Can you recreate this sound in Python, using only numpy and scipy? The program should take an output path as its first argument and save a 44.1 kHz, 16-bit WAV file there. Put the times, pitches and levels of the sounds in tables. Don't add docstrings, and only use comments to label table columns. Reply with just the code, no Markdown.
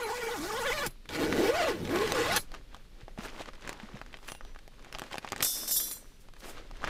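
import sys
import numpy as np
from scipy import signal
from scipy.fft import rfft, irfft
from scipy.io import wavfile
from scipy.ndimage import uniform_filter1d, map_coordinates

SR = 44100
rng = np.random.default_rng(int(sys.argv[2]) if len(sys.argv) > 2 else 0)


def to_wav(sig):
    pcm = np.clip(np.atleast_2d(sig), -1, 1) * 32767
    pcm = np.round(pcm).astype(np.int16)
    wavfile.write(sys.argv[1], SR, pcm.T)


def decibels_to_gain(level_db):
    exponent = np.asarray(level_db, float) / 20
    return 10 ** exponent


N = 304045

# f/Hz, level/dB
TAB_MODES = [(4090, -2), (10100, -4), (12580, -3)]


def unit(x):
    return x / np.sqrt(np.mean(x ** 2) + 1e-20)


def curves(rows):
    times, *columns = np.transpose(rows)
    return [np.interp(np.arange(N) / SR, times, column) for column in columns]


def inside(rows):
    t = np.arange(N) / SR
    return np.clip(np.minimum(t - rows[0][0] + .002, rows[-1][0] - t) / .004, 0, 1)


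def wobble(rate):
    at = np.arange(0, N + 16, 16)
    points = rng.standard_normal(int(N * rate / SR) + 4)
    return np.interp(np.arange(N), at, map_coordinates(points, [at * rate / SR]))


def colour(x, points):
    f, db = np.transpose(points)
    hz = np.fft.rfftfreq(8192, 1 / SR)
    gain = decibels_to_gain(np.interp(np.log(hz + 1), np.log(f), db))
    cepstrum = irfft(np.log(gain + 1e-6))
    cepstrum[1:4096] *= 2
    cepstrum[4097:] = 0
    return signal.fftconvolve(x, irfft(np.exp(rfft(cepstrum))))[:N]


def patchy(x, depth_db):
    z = signal.stft(x, nperseg=512)[2]
    field = uniform_filter1d(rng.standard_normal(z.shape), size=8, axis=0)
    field = uniform_filter1d(field, size=6, axis=1)
    return signal.istft(z * decibels_to_gain(depth_db * unit(field)), nperseg=512)[1][:N]


def zipper(tugs, press, panel, coil, gate, lumps_db, mottle_db, drum_db, hum_db,
           scrape_db, flap_db, slack_db, uneven, snag, brighten_db, loosen_db):
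    # f/Hz, level/dB per Hz
    shaken_cloth = [(35, -47), (65, -6), (100, 2.5), (200, -2), (400, -4), (900, -43.5)]
    rows = sum(tugs, [])
    speed, pull_db = curves(rows)
    rate = speed * (1 + 0.011344 * wobble(50) + 0.02526 * wobble(22))
    late = np.arange(N) / SR - (rows[0][0] + rows[-1][0]) / 2
    late_1s = np.clip(late, -1, 1)

    uneven = uneven + snag * np.exp(-(np.log2(speed / 390) / 0.894) ** 2)
    jerky = .055 * np.clip(2 - rate / 130, 0, 1)
    jitter = np.clip(uneven * np.minimum(rate / 300, 1) + jerky, 0, 1)
    turns = np.cumsum(rate) / SR + jitter * (1.3 * wobble(120) + .5 * wobble(300))

    f, db = np.transpose(panel)
    teeth, power = np.zeros(N), np.zeros(N)
    for k in range(1, 8):
        panel_db = np.interp(np.log(k * rate), np.log(f), db)
        gain = decibels_to_gain(panel_db + brighten_db * np.log2(k) * late_1s)
        mottle = decibels_to_gain(mottle_db * min(k + 1, 3) / 3 * wobble(55))
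        phase = k * turns + (.05 + .008 * k ** 2) * wobble(45 + 9 * k) + rng.random()
        teeth += gain * mottle * np.cos(2 * np.pi * phase)
        power += gain ** 2 / 2

    bursts = np.exp(gate * np.cos(2 * np.pi * turns))
    grit = rng.standard_normal(N) * bursts * decibels_to_gain(lumps_db * wobble(45.097))
    jingle = sum(decibels_to_gain(db) * signal.lfilter(*signal.iirpeak(hz, 40, SR), grit) for hz, db in TAB_MODES)
    lag = SR * (0.0011764 * 450 / np.clip(speed, 250, None) + 0.0001738 * wobble(6))
    rasp = grit + 0.349 * np.interp(np.arange(N) - lag, np.arange(N), grit)
    rough = unit(patchy(colour(rasp, coil), depth_db=1.8))
    tab_buzz = .04 * unit(jingle * decibels_to_gain(8 * wobble(9)))
    scrape = decibels_to_gain(scrape_db + curves(press)[0]) * unit(rough + tab_buzz)

    rumble_db = flap_db + loosen_db * late_1s - slack_db * np.log2(speed / 450)
    rumble_db = rumble_db + 0.147 * (pull_db + 23.5) + 1.11 * wobble(18)
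    rumble = decibels_to_gain(rumble_db) * unit(colour(rng.standard_normal(N), shaken_cloth))

    drum_db = drum_db - 9 * np.log2(np.maximum(speed, 300) / 400)
    drum = decibels_to_gain(drum_db) * unit(colour(grit, panel))
    hum_db = hum_db + 34 * np.clip(late, -1, .2) - 17 * np.log2(speed / 400) ** 2
    drum += decibels_to_gain(hum_db) * unit(signal.lfilter(*signal.iirpeak(1040, 14, SR), grit))
    return inside(rows) * (decibels_to_gain(pull_db - 2) * (teeth / np.sqrt(power) + drum) + scrape + rumble)


def near_zipper():
    # t/s, speed/teeth per s, pull level/dB
    near_tugs = [
        [(0, 470, -33), (.1, 427.3, -34.5), (.2, 512.7, -37), (.29, 424.4, -36), (.33, 510, -37.5),
         (.39, 270, -38)],
        [(.45, 346.7, -40.5), (.585, 516.3, -35.5), (.635, 419, -35.5), (.665, 587, -28), (.702, 454, -32)],
        [(.74, 640, -34.5), (.808, 568, -35), (.822, 561, -33.5), (.865, 412, -35), (.886, 120, -59.5)],
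    ]
    # t/s, scrape level/dB
    near_press = [(0.0, -45.5), (0.148, -42.5), (0.32, -41), (0.384, -41.5), (0.414, -39.5), (0.746, -39),
                  (0.772, -40), (0.868, -39), (0.886, -61)]
    # f/Hz, level/dB
    near_panel = [(60, -28.5), (200, 24), (450, 1), (950, -2.5), (1300, -5), (1800, -6.5), (3500, -15),
                  (6000, -19.5)]
    # f/Hz, level/dB per Hz
    near_scrape = [(400, -6), (1000, 1.5), (1800, -2), (2800, -10), (4500, -4), (7000, -6.5),
                   (11000, -13.5), (16000, -16)]
    near_coil = dict(scrape_db=-2, flap_db=-52.5, slack_db=5, uneven=0.0525, snag=0.0069, brighten_db=5, loosen_db=16.5)
    return zipper(near_tugs, near_press, near_panel, near_scrape, gate=0.79, lumps_db=1.5,
                  mottle_db=4.5, drum_db=-33.5, hum_db=-57.5, **near_coil)


def far_zipper():
    # t/s, speed/teeth per s, pull level/dB
    far_tugs = [
        [(1.088, 129.6, -63), (1.14, 141.2, -43.5), (1.19, 151.6, -29), (1.31, 142.5, -33),
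         (1.405, 149.7, -25.5)],
        [(1.42, 395.2, -27.5), (1.46, 388.1, -24), (1.5, 491.5, -25), (1.582, 760, -31.5), (1.622, 611.5, -22),
         (1.664, 635.7, -31), (1.692, 487.2, -24.5), (1.73, 370.9, -36.5), (1.82, 139.6, -46)],
        [(1.87, 199.4, -46.5), (1.914, 290.4, -31.5), (1.956, 347.4, -28.5), (2.03, 425.6, -29.5),
         (2.108, 378.1, -40)],
        [(2.14, 542.9, -32), (2.192, 447, -31), (2.256, 483.6, -33.5), (2.3, 675, -32.5), (2.34, 813.1, -33.5),
         (2.375, 860, -37), (2.401, 495, -53)],
    ]
    # t/s, scrape level/dB
    far_press = [(1.088, -50.5), (1.134, -37.5), (1.284, -42), (1.681, -37.5), (1.778, -54), (1.946, -45),
                 (2.315, -36), (2.374, -26.5), (2.401, -57.5)]
    # f/Hz, level/dB
    far_panel = [(60, -51), (150, -14), (290, 10), (480, 7.5), (780, -6.5), (1050, -13), (1800, -9.5),
                 (4500, -26)]
    # f/Hz, level/dB per Hz
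    far_scrape = [(400, -1.5), (880, 2.5), (1040, -0.5), (1250, 0.5), (1800, -1), (4000, -4), (7000, -11.5),
                  (16000, -26.5)]
    far_coil = dict(scrape_db=1, flap_db=-46, slack_db=7, brighten_db=4.5, loosen_db=12, uneven=.03, snag=.07)
    return zipper(far_tugs, far_press, far_panel, far_scrape, gate=0.43, lumps_db=2.0,
                  mottle_db=3.5, drum_db=-6.5, hum_db=-17.5, **far_coil)


def ring(out, s, peak_db, ring_db, modes, length, t60, crack_db, faint=0):
    t = np.arange(int((length + .15) * SR)) / SR
    hz, level = np.transpose(modes)
    hz = np.append(hz, 3300 * 4.7 ** rng.random(faint))[:, None]
    level = np.append(level - level.max(), rng.uniform(-19, -9, faint))[:, None]
    luck_a, luck_b, luck_c = rng.standard_normal((3, len(hz), 1))
    level = level + 1.5 * luck_a - 3 * (hz < 4500)
    swing = 1 + .35 * np.sin(2 * np.pi * 22 * luck_c * t + 3 * luck_b)
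    life = t60 * np.minimum(6000 / hz, 1) ** .5 * np.exp(.15 * luck_b)
    waver = 1.1 * np.sin(2 * np.pi * (14 * luck_a + 30 * luck_c * t) * t + luck_b)
    tone = decibels_to_gain(level - 60 * t / life) * swing * np.sin(2 * np.pi * hz * t + 9 * luck_b + waver)
    mute = decibels_to_gain(-60 * np.maximum(t - length, 0) / .12) * (1 - np.exp(-t / .002))
    crack = signal.lfilter([0.44, -0.69, -0.76, 0.28], [1, -.2], rng.standard_normal(len(t)))
    crack = crack * decibels_to_gain(crack_db - 60 * t / .045)
    contact = decibels_to_gain(peak_db) * (decibels_to_gain(ring_db) * tone.sum(axis=0) * mute + crack)
    return out + np.pad(contact, (round(s * SR), N))[:N]


def pull_tab():
    # t/s, peak level/dB, ring level/dB
    tab_hits = [
        (0.029, -41.5, -0.5),
        (.455, -45, -13.5),
        (0.591, -45.5, -1.5),
        (.632, -46.5, -10),
        (0.864, -14.5, -34.5),
        (0.9062, -38.5, -22),
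        (2.318, -45, 5.5),
        (2.3622, -8, -25.5),
        (2.402, -49, -6),
    ]
    out = np.zeros(N)
    for s, db, ring_db in tab_hits:
        out = ring(out, s, db, ring_db, TAB_MODES, length=0.04, t60=0.2, crack_db=-15)
    return out


def creases(activity, count, pitch_hz, cycles):
    luck = rng.random((count, 3))
    at = np.searchsorted(np.cumsum(activity) / activity.sum(), luck[:, 0])[:, None]
    hz = np.clip(pitch_hz * np.exp(0.7195 * rng.standard_normal((count, 1))), 400, 9000)
    t = np.arange(220) / SR
    size = decibels_to_gain(np.minimum(-4.5 * np.log(luck[:, 1:2]), 11)) * np.sign(luck[:, 2:] - .5)
    grains = size * np.sin(2 * np.pi * hz * t) * np.exp(-t * hz / cycles)
    return unit(np.bincount((at + np.arange(len(t))).ravel(), grains.ravel(), N + 300)[:N])


def swells(rows, calm_db):
    s, db, rise, fall = np.transpose(rows)[:, :, None]
    late = np.arange(0, N + 64, 64) / SR - s
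    drop_db = 10 * np.where(late < 0, -late / rise, late / fall)
    power = decibels_to_gain(2 * (db - drop_db)).sum(axis=0) + decibels_to_gain(2 * calm_db)
    return np.interp(np.arange(N), np.arange(len(power)) * 64, 10 * np.log10(power))


def fly():
    # t/s, level/dB, rise/s per 10 dB, fall/s per 10 dB
    stirs = [(.88, -58.5, .01, .04), (1.06, -65, .02, .03), (2.4, -54, .01, .04), (2.545, -54, .04, .06),
             (2.75, -60.5, .05, .05), (3.015, -59, .04, .03), (3.09, -64.5, .05, .05),
             (3.19, -47.5, .008, .04), (3.252, -45.5, .03, .04), (3.29, -51, 0.018, .03),
             (3.36, -53, .06, .1), (3.412, -49, .04, .035), (3.487, -50, .015, .012), (3.54, -57, .02, .04),
             (3.68, -51.5, 0.064, .09), (3.82, -56, .06, .12), (3.95, -56, .08, .1),
             (4.12, -62.5, .08, .12), (4.29, -56.5, .05, .06), (4.47, -65, .1, 0.14), (4.88, -58, .09, .04),
             (4.95, -52.5, .03, .04), (5.02, -53, 0.027, .1), (5.13, -52.5, .03, 0.066),
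             (5.25, -55, .04, 0.045), (5.33, -50, .015, .04), (5.41, -46, .04, .06), (5.6, -55.5, .2, .3),
             (5.88, -57.5, .1, .15), (6.44, -53, .02, .05), (6.5, -54, .05, .035), (6.585, -55, .05, .1),
             (6.89, -46, .09, 0.074)]
    # t/s, level/dB, rise/s per 10 dB, fall/s per
    # 10 dB
    swishes = [(2.4, -27, 0.0084, 0.0223), (3.26, -36, 0.042, 0.014), (3.4, -47, 0.116, 0.047),
               (4.29, -43.5, 0.062, 0.023), (5.03, -51.5, .1, 0.32), (5.45, -26, 0.022, .1),
               (5.76, -28, 0.08, 0.144), (6.21, -44.5, 0.0108, 0.026), (6.405, -39.5, 0.013, 0.0098),
               (6.46, -37.5, 0.027, 0.059), (6.5, -32.5, 0.034, 0.0174)]
    # f/Hz, level/dB
    nylon_colour = [(250, -18), (600, 0), (1500, -1), (3200, -5), (6500, -13), (16000, -40)]
    # f/Hz, level/dB per Hz
    body_colour = [(70, -6.5), (130, -1), (250, 11.5), (600, 5), (1000, -74.5)]
    # f/Hz, level/dB
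    sheen_colour = [(2500, -20), (5000, -1), (9000, -2), (16000, -8)]
    rustle_db = swells(stirs, calm_db=-73)
    body_db = swells(stirs, calm_db=-68) - 1
    sheen_db = swells(swishes, calm_db=-59) - 16.5
    clump = wobble(30)
    folds = creases(decibels_to_gain(.4 * rustle_db + 4 * clump), count=3400, pitch_hz=2600, cycles=1.1)
    folds = unit(signal.lfilter([1], [1, -.6], folds))
    slide = unit(colour(rng.standard_normal(N) * decibels_to_gain(2.2 * clump), nylon_colour))
    rustle = decibels_to_gain(rustle_db) * (slide + 1.1 * folds)
    body_db = body_db + 2.07 * wobble(25) + 0.35 * clump
    body = decibels_to_gain(body_db) * unit(colour(rng.standard_normal(N), body_colour))
    sheen = decibels_to_gain(sheen_db + 0.5 * clump) * unit(colour(rng.standard_normal(N), sheen_colour))
    return rustle + body + sheen


def snaps():
    # t/s,
    # peak level/dB, f/Hz, edge level/dB
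    snap_events = [(1.057, -32, 1504, -11), (1.326, -11.5, 1840, -14), (2.121, -20, 1497, 2.5),
                           (2.518, -32.5, 697.7, -7.5), (2.541, -25.5, 1465, -10), (2.746, -24.5, 1110, -11.5),
                           (2.766, -33.5, 765, -9.5), (3.081, -25, 706, -18), (3.177, -26.5, 766, -21),
                           (3.41, -30.5, 655, -7), (3.488, -20.5, 1320, -24.5), (3.649, -23.5, 1660, -29),
                           (3.676, -27.5, 2200, -4.5), (3.686, -30, 1400, -25.5), (3.888, -29, 1300, -26.5),
                           (3.693, -36.5, 775, 11), (3.729, -44.5, 635, 10.5), (3.8, -18.5, 1720, -40),
                           (4.015, -20, 1393, -16.5), (4.142, -19.5, 2420, -27.5), (4.188, -33.5, 1320, -12.5),
                           (4.283, -19.5, 1980, -33.5), (4.319, -30.5, 1540, 3), (4.35, -32.5, 814, -4.5),
                           (4.409, -22.5, 1346, -38), (4.45, -31.5, 760, -9.5), (4.561, -26, 1330, -18),
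                           (4.678, -33, 630, -7),
                           (4.926, -31, 2500, -1), (4.943, -31, 1180, -8), (4.949, -13, 2770, -42.5),
                   (4.986, -31, 1875, 1.5), (4.995, -39.5, 870, 12.5), (5.019, -19.5, 830, -11),
                   (5.124, -31.5, 740, -4), (5.143, -20, 886, -12.5), (5.156, -20.5, 794, -11.5),
                   (5.182, -16.5, 3320, -7.5), (5.247, -18.5, 990, -14), (5.276, -18, 2180, -19),
                   (5.321, -13, 1167, -8), (5.331, -13.5, 1290, -28), (5.362, -19, 1620, -8),
                   (5.394, -41, 945, -22), (5.406, -15.5, 1950, -8), (5.412, -26.5, 1650, -2),
                   (5.427, -6, 3870, -33), (6.337, -33, 1180, -9), (6.712, -34, 1000, -6.5),
                   (6.831, -18.5, 1252, -22.5), (6.841, -7.5, 1404, -35.5), (6.875, -9, 1730, -37),
                   (6.882, -15, 1360, -36.5)]
    out, t = np.zeros(N + SR), np.arange(1200) / SR
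    for s, db, hz, edge_db in snap_events:
        noise = rng.standard_normal((2, len(t)))
        knock = -np.sin(2 * np.pi * hz * t) * np.exp(-t * hz / 0.773)
        edge = decibels_to_gain(edge_db + 8 - 60 * t / .008) * signal.lfilter([.3, .3], [1, -.72], noise[0])
        dull = np.clip(-edge_db / 25, 0, .8)
        edge = signal.lfilter([1 - dull], [1, -dull], edge)
        crumbs = uniform_filter1d(noise[1], size=max(2, int(SR / hz / 3)))
        crumble = 0.454 * decibels_to_gain(-60 * t / .025) * uniform_filter1d(crumbs, size=4)
        onset = 1 - np.exp(-t / 0.0001)
        out[round(s * SR):][:len(t)] += decibels_to_gain(db - 4.5) * (knock + edge + crumble) * onset
    return out[:N]


def pegs():
    # f/Hz, level/dB
    notes_a = [(2993, -61), (3553, -55), (3666, -59), (3790, -59), (4274, -60), (4678, -61), (5211, -52),
               (5324, -52), (5577, -51), (5669, -54), (5905, -54), (6094, -56), (6498, -56), (7133, -58),
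               (7537, -54), (7720, -52), (8280, -56), (8581, -57), (8667, -60), (8974, -56), (9388, -56),
               (9954, -54), (10293, -63), (10562, -58), (10713, -57), (10944, -59), (11326, -52),
               (11929, -55), (12134, -60), (12500, -51), (12748, -55), (12893, -52), (13071, -60),
               (13512, -60), (13582, -61), (13770, -58), (13889, -55), (14142, -59), (14906, -66),
               (15353, -62)]
    notes_b = [(2993, -63), (4285, -52), (5190, -43), (5830, -47), (6137, -49), (6751, -46), (7230, -42),
               (7531, -50), (7720, -52), (8236, -53), (8958, -45), (9388, -48), (9658, -41), (9986, -47),
               (10293, -48), (10567, -49), (10907, -44), (11348, -48), (11601, -48), (11919, -49),
               (12758, -41), (12882, -46), (13071, -41), (13674, -40), (13835, -41), (14142, -41),
               (14713, -58), (15014, -51), (15192, -53), (15719, -66)]
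    notes_c = [(2000, -13), (2780, 0), (5891, -5), (7231, -12), (8300, -14), (8888, -5), (9520, -6),
               (9942, -13), (10749, 0), (12906, -12), (13906, -13), (14936, -15), (15503, -7)]
    notes_d = [
        (5891, 0),
    ]
    notes_e = [(3198, -61), (4290, -61), (5674, -47), (5841, -50), (6632, -64), (7197, -56), (7531, -60),
               (7698, -68), (8247, -61), (8672, -56), (8974, -52), (9663, -44), (9948, -45), (10287, -63),
               (10562, -55), (10729, -57), (10950, -51), (11332, -59), (11601, -60), (11924, -49),
               (12758, -38), (13076, -61), (13668, -52), (13765, -45), (14142, -63), (14718, -62),
               (15181, -65), (15472, -74)]
    notes_f = [(4285, -60), (5889, -60), (6778, -60), (7251, -57), (8215, -59), (8597, -63), (8985, -64),
               (9399, -59), (9668, -54), (9959, -55), (10562, -56), (10923, -66), (11332, -64),
               (11929, -57), (12505, -57), (12678, -57), (13081, -57), (13668, -57), (14153, -60),
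               (15025, -68)]
    # t/s, peak level/dB, ring level/dB, time until muted/s
    hits_a = [
        (5.4253, -12, -25.5, 0.26),
        (5.4466, -14, -30.5, 0.25),
        (5.6765, -24.5, -17, 0.21),
    ]
    hits_b = [
        (5.7099, -19.5, -15.5, 0.071),
    ]
    hits_c = [
        (4.277, -37, -14, 0.0986),
    ]
    hits_d = [
        (4.36, -66.5, 2.9, 0.19),
        (5.76, -52, 3.9, 0.402),
    ]
    hits_e = [
        (5.762, -24, -4, 0.017),
        (5.7995, -21.5, -10.5, 0.172),
    ]
    hits_f = [
        (5.912, -24.5, -20, 0.104),
    ]
    # contacts, notes, ring time/s, number of faint extra notes
    groups = ((hits_a, notes_a, 1.1, 40), (hits_b, notes_b, .8, 20), (hits_e, notes_e, .65, 14),
              (hits_f, notes_f, .3, 6), (hits_c, notes_c, .5, 0), (hits_d, notes_d, 1.1, 0))
    out = np.zeros(N)
    for hits, modes, t60, count in groups:
        for s, db, ring_db, length in hits:
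            out = ring(out, s, db, ring_db, modes, length, t60, crack_db=-11, faint=count)
    return out


def ticks():
    # t/s, peak level/dB, f/Hz
    tick_events = [(1.0906, -32, 1580), (1.4071, -36.5, 1850), (1.852, -30.5, 1897), (1.875, -32, 1970),
                   (1.8937, -31, 1970), (1.9584, -26.5, 1540), (1.9868, -25, 1927), (2.0546, -38, 2709),
                   (2.0761, -24.5, 2504), (2.5482, -34.5, 1340), (3.0087, -50.5, 2650), (3.1863, -37, 1690),
                   (3.205, -47.5, 1200), (3.2832, -38, 1200), (3.292, -43.5, 1290), (3.3614, -47, 1220),
                   (3.4188, -35.5, 3330), (3.458, -37, 1240), (3.534, -42.5, 1810), (3.554, -43.5, 1330),
                   (3.6105, -48, 5520), (3.6224, -41, 1970), (3.915, -55.5, 1680), (3.9707, -40, 1180),
                   (3.99, -43, 1420), (4.0627, -41.5, 1230), (4.129, -40, 2420), (4.1701, -40.5, 1370),
                   (4.229, -43.5, 1520), (4.247, -44.5, 2460), (4.287, -29.5, 2000), (4.2988, -35, 1500),
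                   (4.3634, -54, 5890), (4.548, -44, 1270), (4.589, -41.5, 1360), (4.794, -46.5, 1200),
                   (4.825, -44, 1390), (4.846, -42, 1500), (5.038, -34.5, 1670), (5.113, -33.5, 1550),
                   (5.13, -30.5, 2320), (5.1729, -35.5, 1500), (5.2285, -40.5, 1440), (5.2678, -45, 5960),
                   (5.2876, -33.5, 2880), (5.3011, -42, 4150), (5.3792, -35, 5500), (5.555, -45, 520),
                   (5.576, -57, 600), (5.692, -37.5, 660), (6.286, -46, 625), (6.425, -47, 500),
                   (6.511, -41.5, 500), (6.581, -39, 645), (6.3663, -44, 1330), (6.4057, -41.5, 3900),
                   (6.769, -43.5, 3037), (6.819, -38.5, 696), (6.846, -26.5, 1265)]
    out, t = np.zeros(N + SR), np.arange(600) / SR
    for s, db, hz in tick_events:
        burst = (rng.standard_normal(len(t)) + 3 * (t == 0)) * decibels_to_gain(-60 * t / 0.0146)
        burst = signal.lfilter(*signal.iirpeak(hz, 0.9, SR), burst)
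        burst = signal.lfilter(*signal.butter(1, 7000 / SR * 2), burst)
        out[round(s * SR):][:len(t)] += decibels_to_gain(db + 2) * burst / np.abs(burst).max()
    return out[:N]


def thumps():
    # t/s, peak level/dB, f/Hz, time to fade by 60 dB/s
    pushes = [
        (.872, -42, 130, 0.098),
        (1.053, -53, 302, 0.05),
        (3.03, -48, 110, .08),
        (3.188, -33, 217, 0.04),
        (3.832, -43, 213, 0.1),
        (3.94, -43, 200, .08),
        (3.945, -44, 128, 0.08),
    ]
    out, t = np.zeros(N + SR), np.arange(SR // 4) / SR
    for s, db, hz, t60 in pushes:
        swing = decibels_to_gain(db + 7 - 60 * t / t60) * np.sin(2 * np.pi * hz * t)
        out[round(s * SR):][:len(t)] += swing * (1 - np.exp(-t / 0.00057))
    return out[:N]


def air():
    # t/s, level/dB
    breeze = [(0.0, -47.5), (1.06, -49.5), (2.84, -46), (2.9, -50), (3.17, -45.5), (4.28, -51),
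              (4.45, -47.5), (5.39, -55), (6.79, -46), (6.89, -39.5)]
    # f/Hz, level/dB per Hz
    gust_colour = [(7.1, -33.5), (12, 5), (32, 4), (51, -10), (81, -19.5), (200, -29.5), (260, -52),
                   (440, -120)]
    # f/Hz, level/dB per Hz
    woods_colour = [(59, -28.5), (100, 10.5), (200, 4.5), (800, -13.5), (4000, -7.5), (8000, -23.5),
                    (13000, -23.5), (16000, -56.5)]
    gusts = decibels_to_gain(wobble(5.1)) * colour(rng.standard_normal(N), gust_colour)
    gusts = decibels_to_gain(curves(breeze)[0]) * unit(gusts)
    woods = decibels_to_gain(-64 + 0.58 * wobble(22)) * unit(colour(rng.standard_normal(N), woods_colour))
    return gusts + woods


def echoes(x, t60, wet_db):
    t = np.arange(int(.2 * SR)) / SR
    tail = rng.standard_normal(len(t)) * decibels_to_gain(-60 * t / t60) * (t > .002)
    return x + decibels_to_gain(wet_db) * signal.fftconvolve(x, tail / np.linalg.norm(tail))[:N]


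def scene():
    tent = echoes(near_zipper() + far_zipper() + pull_tab(), t60=0.0442, wet_db=-9.5)
    yard = echoes(snaps() + ticks() + pegs(), t60=.04, wet_db=-10)
    return (tent + yard + fly() + thumps() + air())[None]


def low_pass(x):
    return signal.sosfilt(signal.butter(12, 16990, fs=SR, output="sos"), x)


def record(dry):
    hz = np.fft.rfftfreq(N, 1 / SR)
    mix = irfft(rfft(dry) * np.clip((15810 - hz) / 700, 0, 1), N)
    return low_pass(mix)


dry = scene()
out = record(dry)
to_wav(out)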